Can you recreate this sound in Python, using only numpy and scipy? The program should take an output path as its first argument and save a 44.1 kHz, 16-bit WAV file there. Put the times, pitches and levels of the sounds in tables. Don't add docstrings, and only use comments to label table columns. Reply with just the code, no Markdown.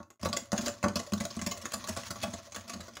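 import sys
import numpy as np
from scipy import signal
from scipy.fft import rfft, irfft
from scipy.io import wavfile
from scipy.ndimage import uniform_filter1d

SR = 44100
rng = np.random.default_rng(int(sys.argv[2]) if len(sys.argv) > 2 else 0)


def boost_factor(decibels):
    exponent = np.asarray(decibels, float) / 20
    return 10 ** exponent


def generate_wav(sig):
    pcm = np.round(np.clip(np.atleast_2d(sig).T, -1, 1) * 32767).astype(np.int16)
    wavfile.write(sys.argv[1], SR, pcm)


N = 132300

# (time [s], level [dB])
DRAG_LEVEL = [(0, -64.5), (.07, -104), (.19, -112.5), (0.211, -57.5), (.4, -62), (.5, -71), (.55, -53.5),
              (0.802, -66), (1.0, -60), (1.11, -72), (1.3, -59), (1.9, -55), (2.3, -58.5), (2.5, -65.5),
              (2.599, -58.5), (2.9, -61.5), (3, -71)]
# (time [s], level [dB], deep boom [dB re level], hard clatter [dB re the counter's ring])
KNOCKS = [(0.003, -39.5, -3.5, 3.5), (0.233, -30, 1, -4.5), (0.2564, -23.5, 0, 6.5),
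          (0.294, -35, -18, -2.5), (0.34, -35, -19, -2.5), (0.5301, -22, -20, 2), (0.587, -30, -12, 2),
          (0.633, -33.5, -21, 0), (0.67, -33, 2, -2.5), (0.8398, -21.5, -5.5, 5), (0.8605, -21, -9, 2.5),
          (0.898, -61, 0, 4), (0.96, -28.5, -3, -3.5), (0.999, -48, -36, -4), (1.125, -25.5, -8, -4.5),
          (1.1354, -25, -1, -5), (1.206, -28, -7, -10.5), (1.37, -29, -6, -2), (1.42, -32.5, 6, -2),
          (1.467, -28, -4, 0.5), (1.526, -48.5, -13, 7), (1.639, -41, -26, 4.5), (1.738, -38.5, 2, 1.5),
          (1.896, -34, 7, 1), (2.107, -36, -6, -7), (2.2391, -29.5, -18, 9), (2.259, -37, -14, 0),
          (2.28, -34.5, 0, -2.5), (2.338, -34.5, 4, -2), (2.568, -47, 14, 2), (2.737, -38.5, 0, 2.5),
          (2.757, -37.5, -12, -2.5), (2.797, -40, 6, 0), (2.971, -43, -17, 19)]
# (time [s], level [dB], dull bowl ring [dB re level], first slap [dB re the flurry after it], pitch of the
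# loudest wire [Hz])
WIRE_TICKS = [(0.0296, -49.5, -11, 17, 6500), (0.103, -45.5, -9, 4, 6700), (0.196, -51, -8, 1, 2350),
              (0.2137, -44, -23, 17, 6800), (0.231, -29, -17, 15, 5470), (0.2498, -27.5, -9, 20, 5800),
              (0.288, -31.5, -26, 1, 6500), (0.329, -20.5, -12, 7, 4800), (0.365, -19, -15, -15, 6960),
              (0.5189, -24.5, -12, 15, 6630), (0.529, -27, -15.5, 14, 6600), (0.5784, -20.5, -33, 5, 6630),
              (0.61, -28.5, -35, 1, 5850), (0.6609, -22.5, -23, 4, 6320), (0.6818, -22, -14, 9, 6780),
              (0.8288, -27, -10, 10, 7000), (0.8388, -24.5, 0, 1, 6180), (0.8835, -28.5, -27, 28, 6510),
              (0.9568, -19.5, -15, 4, 6790), (0.9929, -27, -7.5, -6, 6600), (1.0646, -37.5, -5.5, -1, 7100),
              (1.1217, -31.5, -9, 11, 3440), (1.1351, -23.5, -14, 21, 6620), (1.1763, -33, -25, 3, 5860),
              (1.2016, -27, -15, 2, 6610), (1.2372, -35, -17, 6, 7200), (1.2521, -25.5, -9, 16, 6480),
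              (1.3032, -31, -13.5, -12, 4380), (1.3663, -35, -16, 7, 6860), (1.392, -33.5, -9.5, 11, 2920),
              (1.4149, -25.5, -32, 1, 6580), (1.4632, -21, -22, -5, 6780), (1.511, -22.5, -16, -11, 6870),
               (1.574, -34.5, -31, 0, 5950), (1.6139, -34, -31, -7, 5460), (1.6555, -24, -13, 6, 6950),
               (1.7202, -31.5, -13.5, 25, 7100), (1.7339, -21, -15.5, -15, 6990),
               (1.8411, -30.5, -10, 6, 4160), (1.8742, -29.5, -31, 14, 4540),
               (1.884, -23.5, -13.5, -8, 5670), (1.924, -34.5, -35, -5, 6500),
               (1.9655, -31, -6.5, 13, 6840), (2.035, -34.5, -12, 23, 2700), (2.104, -25, -14, -26, 5950),
               (2.225, -26.5, -17, -16, 6430), (2.2309, -23, -11, -7, 2550), (2.334, -29, -11.5, -13, 4240),
               (2.3891, -42.5, -3.5, 8, 6380), (2.5213, -34, -23, -2, 6290), (2.5452, -29.5, -20, -5, 6630),
               (2.558, -26.5, -13.5, -23, 5800), (2.609, -40.5, -16, 11, 6500),
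               (2.679, -36.5, -21, 4, 6550), (2.6961, -29.5, -12, 8, 6600),
               (2.733, -29.5, -12.5, -4.5, 6600), (2.8042, -34, -17, 1, 3910),
               (2.8817, -40, -6.5, -4, 6290), (2.9528, -38.5, -24, -2, 6580), (2.9686, -31, -12, 9, 6700),
              (0.2568, -27, -10.5, 4, 3980), (0.456, -46, -20, 10, 6630), (0.563, -35, -32, 8, 4100),
               (0.625, -39, -10, 20, 6560), (0.652, -30, -26, -12, 6540), (0.668, -28.5, -2, 4, 2670),
               (0.689, -32, -7, 9, 5160), (0.78, -45, -12, -3, 5260), (0.968, -26, -12, 6, 5960),
               (1.032, -44, -19, 6, 7300), (1.209, -29.5, -5.5, 6, 6060), (1.9713, -27.5, -8, 18, 5170),
               (2.063, -66, -18, 12, 6200), (2.158, -35.5, -8, -1, 6700), (2.215, -33.5, -21, 5, 2700),
               (2.304, -41, -20, -8, 6300), (2.426, -51, -12, -5, 6200), (2.4726, -55.5, 2.5, -4, 6610),
               (2.5111, -50, -12, 0, 6580), (2.9356, -46, -11, 0, 5100)]
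# (frequency [Hz], width [Hz], level [dB])
WIRE_RESONANCES = [(2580, 92, -4), (2970, 58, -12), (3570, 190, 2), (4300, 48, -16.5), (4370, 350, 7.5),
                   (4940, 200, 2), (5800, 150, -26), (6600, 190, 8.5), (7170, 89, -1), (9370, 720, 1.5),
                   (10750, 86, -8), (15000, 450, -21)]
# (frequency [Hz], level [dB], t60 [s])
BOWL_MODES = [(496, -3.5, 0.01), (586.3, -1.5, 0.1), (671.7, -3.5, 0.087), (816, -13, 0.05),
              (1032, -20, 0.05), (1093, -9.5, 0.033), (1142, -4.5, 0.063), (1304, -10, 0.024),
              (1406, -11.5, 0.045), (1596, -9, 0.0043), (1985, -1, 0.013)]
# (frequency [Hz], level [dB], t60 [s])
COUNTER_MODES = [(196, -17, 0.099), (204.3, 11, 0.15), (229.1, 20.5, 0.14), (254, 4.5, 0.12),
                 (336.3, -4, 0.24)]
# (frequency [Hz], level [dB], t60 [s])
BOOM_MODES = [(92.6, -0.5, 0.19), (113.2, -13, 0.83)]
# (frequency [Hz], level [dB], t60 [s])
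FOOT_MODES = [(306, 3, 0.044), (1030, -9.5, 0.027), (1435, 4.5, 0.024)]
# (frequency [Hz], level [dB per Hz])
CRACK_COLOUR = [(880, -0.5), (1500, -0.5), (2820, -5), (6760, 0), (8860, -18.5), (9690, -8), (12800, -41),
                (15100, -13.5), (17000, -16)]
# (low edge [Hz], high edge [Hz])
THUD_BAND = [222, 1700]
# (frequency [Hz], width [Hz], depth [0-1])
PLACE_DIPS = [(150, 40.6, 0.8), (431.6, 128, 0.71)]

KNOCK_SAMPLES, TICK_SAMPLES = 12000, 6000
STILL = np.zeros((2, 14))


def unit(x):
    return x / np.sqrt(np.mean(x ** 2) + 1e-18)


def energy(x):
    return x / np.sqrt(np.sum(x ** 2) + 1e-18)


def decay(t, t60):
    return np.exp(-np.log(1000) * t / t60)


def colour(x, points):
    hz, db = np.array(points, float).T
    f = np.maximum(np.arange(len(x) // 2 + 1) * SR / len(x), 1)
    return irfft(rfft(x) * boost_factor(np.interp(np.log(f), np.log(hz), db, left=-60)), len(x))


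def ring(modes, scatter_db, chance, size=KNOCK_SAMPLES, sag=0.):
    hz, db, t60 = np.array(modes, float).T
    t = np.arange(size) / SR
    hz = hz * (1 + 0.014 * chance[1, :len(hz)])
    gain = boost_factor(db + scatter_db * chance[0, :len(hz)])
    bend = 1 - sag * (1 + chance[1, -1]) * t
    partials = decay(t, np.maximum(t60, .004)[:, None]) * np.sin(2 * np.pi * hz[:, None] * t * bend)
    return energy(gain @ partials)


def wire_modes():
    return [(hz, db, 1.46 / width) for hz, width, db in WIRE_RESONANCES]


def add(out, x, s):
    i = max(int(s * SR), 0)
    out[i:i + len(x)] += x[:N - i]


def walk(rate):
    k = int(SR / rate)
    return 1.3 * uniform_filter1d(np.repeat(rng.standard_normal(N // k + 1), k), k)[:N]


def drag():
    clicks_per_s, scatter_db, flicker_db = 3000, 0.5, 5
    froth_db, level_db = -15, 1
    strays_per_s, stray_db, stray_s = 70, -3.5, 0.0015
    luck = rng.random((3, N))
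    size = boost_factor(-scatter_db * np.log(luck[1])) * np.sign(luck[2] - .5)
    grit = (luck[0] < clicks_per_s / SR) * size

    def through(modes):
        heard = signal.fftconvolve(grit, ring(modes, 0, STILL))[:N]
        return unit(heard) * boost_factor(flicker_db * walk(26.91))

    hiss = unit(colour(grit, CRACK_COLOUR)) + boost_factor(froth_db) * unit(np.gradient(grit))
    sound = hiss * boost_factor(flicker_db * walk(35.0))
    for modes, db in [(wire_modes(), -6), (BOWL_MODES, -0.5), (COUNTER_MODES, 0), (BOOM_MODES, 0)]:
        sound = sound + boost_factor(db) * through(modes)

    strays = (luck[2] < strays_per_s / SR) * luck[1]
    flick = signal.lfilter([1], [1, -np.exp(-1 / (stray_s * SR))], strays) * rng.standard_normal(N)
    sound = sound + boost_factor(stray_db) * unit(colour(flick, CRACK_COLOUR))
    s, db = np.array(DRAG_LEVEL).T
    return sound * boost_factor(np.interp(np.arange(N) / SR, s, db) + level_db)


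def knocks():
    knock_trim_db, boom_trim_db = 4.5, -5.5
    push_s, harden, rock_s, swell_s = 0.001, 0.41, 0.0073, 0.0093
    bowl_db, thud_db, thud_s, foot_db = -4, -5, 0.017, -5.5
    out, t = np.zeros(N), np.arange(KNOCK_SAMPLES) / SR
    thud_filter = signal.butter(2, THUD_BAND, "band", fs=SR, output="sos")
    for s, db, boom_db, clatter_db in KNOCKS:
        chance, luck = rng.standard_normal((3, 2, 14)), rng.standard_normal(len(t))
        push = np.hanning(max(int(push_s * SR * boost_factor(-harden * clatter_db)), 3))
        chatter = np.convolve(push, (t == 0) + 0.053 * luck * np.exp(-t / rock_s))

        thud = energy(signal.sosfilt(thud_filter, luck) * np.exp(-t / thud_s))
        body = ring(COUNTER_MODES, 3.9, chance[0], sag=0.59)
        body = body + boost_factor(bowl_db + clatter_db) * ring(BOWL_MODES, 1.0, chance[2])
        body = body + boost_factor(thud_db + clatter_db) * thud
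        body = body + boost_factor(foot_db + clatter_db) * ring(FOOT_MODES, 1.5, chance[1, :, ::-1])
        boom = ring(BOOM_MODES, 1.9, chance[1]) * (1 - np.exp(-t / swell_s))
        add(out, 10 * boost_factor(db + knock_trim_db) * energy(signal.fftconvolve(chatter, body)), s)
        add(out, 10 * boost_factor(db + boom_db + boom_trim_db) * energy(boom), s)
    return out


def ticks():
    landings, landings_per_s, landing_scatter_db, mode_scatter_db = 250, 7000, 2.5, 4.5
    flurry_s, slap_s, first_wire = 0.0061, 0.0022, 1.38
    ring_db, crack_db, crack_t60_s, snap_db, snap_s = -4, 1.5, 0.016, 4.5, 0.00032
    loud_wire_db, loud_wire_t60_s = -4.5, 0.011
    tick_trim_db, bowl_trim_db = -4.5, 6
    out, t = np.zeros(N), np.arange(TICK_SAMPLES) / SR
    crack_fall = decay(t, crack_t60_s) + boost_factor(snap_db) * np.exp(-t / snap_s)
    for s, db, bowl_db, slap_db, hz in WIRE_TICKS:
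        chance, luck = rng.standard_normal((2, 2, 14)), rng.standard_normal((3, landings))
        noise = rng.standard_normal(len(t))
        when = np.cumsum(luck[0] ** 2) / landings_per_s * (np.arange(landings) > 0)
        x = when / flurry_s
        swell = x * np.exp(-x * x / 2) + boost_factor(slap_db) * np.exp(-when / slap_s)
        size = boost_factor(landing_scatter_db * luck[1]) * swell * np.sign(luck[2])
        size[0] = first_wire * boost_factor(slap_db)
        land = energy(np.bincount((when * SR).astype(int), size))

        crack = energy(colour(noise, CRACK_COLOUR) * crack_fall)
        bright = boost_factor(ring_db) * ring(wire_modes(), mode_scatter_db, chance[0], size=len(t))
        bright = bright + boost_factor(crack_db) * crack
        loud_wire = ring([(hz, 0, loud_wire_t60_s)], 0, STILL, size=len(t))
        bright = bright + boost_factor(loud_wire_db) * loud_wire
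        bowl = ring(BOWL_MODES, mode_scatter_db, chance[1], size=len(t), sag=0.18)
        dull = signal.fftconvolve(land, bowl)
        add(out, 10 * boost_factor(db + tick_trim_db) * energy(signal.fftconvolve(land, bright)), s)
        add(out, 10 * boost_factor(db + bowl_db + bowl_trim_db) * energy(dull), s)
    return out


def kitchen(x):
    level_db, low_t60_s, treble_t60_s, split_hz, delay_s = -6.5, 0.28, 0.23, 2300, 0.0022
    t, noise = np.arange(SR // 2) / SR, rng.standard_normal(SR // 2)
    low = signal.sosfilt(signal.butter(2, split_hz, fs=SR, output="sos"), noise)
    tail = low * decay(t, low_t60_s) + (noise - low) * decay(t, treble_t60_s)
    tail = energy(tail * np.clip(t / delay_s, 0, 1))
    return boost_factor(level_db) * signal.fftconvolve(x, tail)[:N]


def scene():
    hits = ticks() + knocks()
    room = kitchen(hits)
    rubbing = drag()
    hiss = boost_factor(-86) * rng.standard_normal(N)
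    return (hits + room + rubbing + hiss)[None]


def roll_off(x):
    return signal.sosfilt(signal.butter(12, 16990, fs=SR, output="sos"), x)


def record(dry):
    gate_db, gate_s, gate_steep = -69, 0.003, 1.9
    for hz, width, depth in PLACE_DIPS:
        dry = dry - depth * signal.lfilter(*signal.iirpeak(hz, hz / width, fs=SR), dry)
    dry = signal.sosfilt(signal.butter(2, 84, "high", fs=SR, output="sos"), dry)
    loud = np.sqrt(uniform_filter1d(dry ** 2, int(gate_s * SR), axis=1) + 1e-18)
    dry = dry * np.minimum(loud / boost_factor(gate_db), 1) ** gate_steep
    finished = signal.sosfilt(signal.ellip(8, .2, 31, 15750, fs=SR, output="sos"), dry)
    return roll_off(finished)


dry = scene()
out = record(dry)
generate_wav(out)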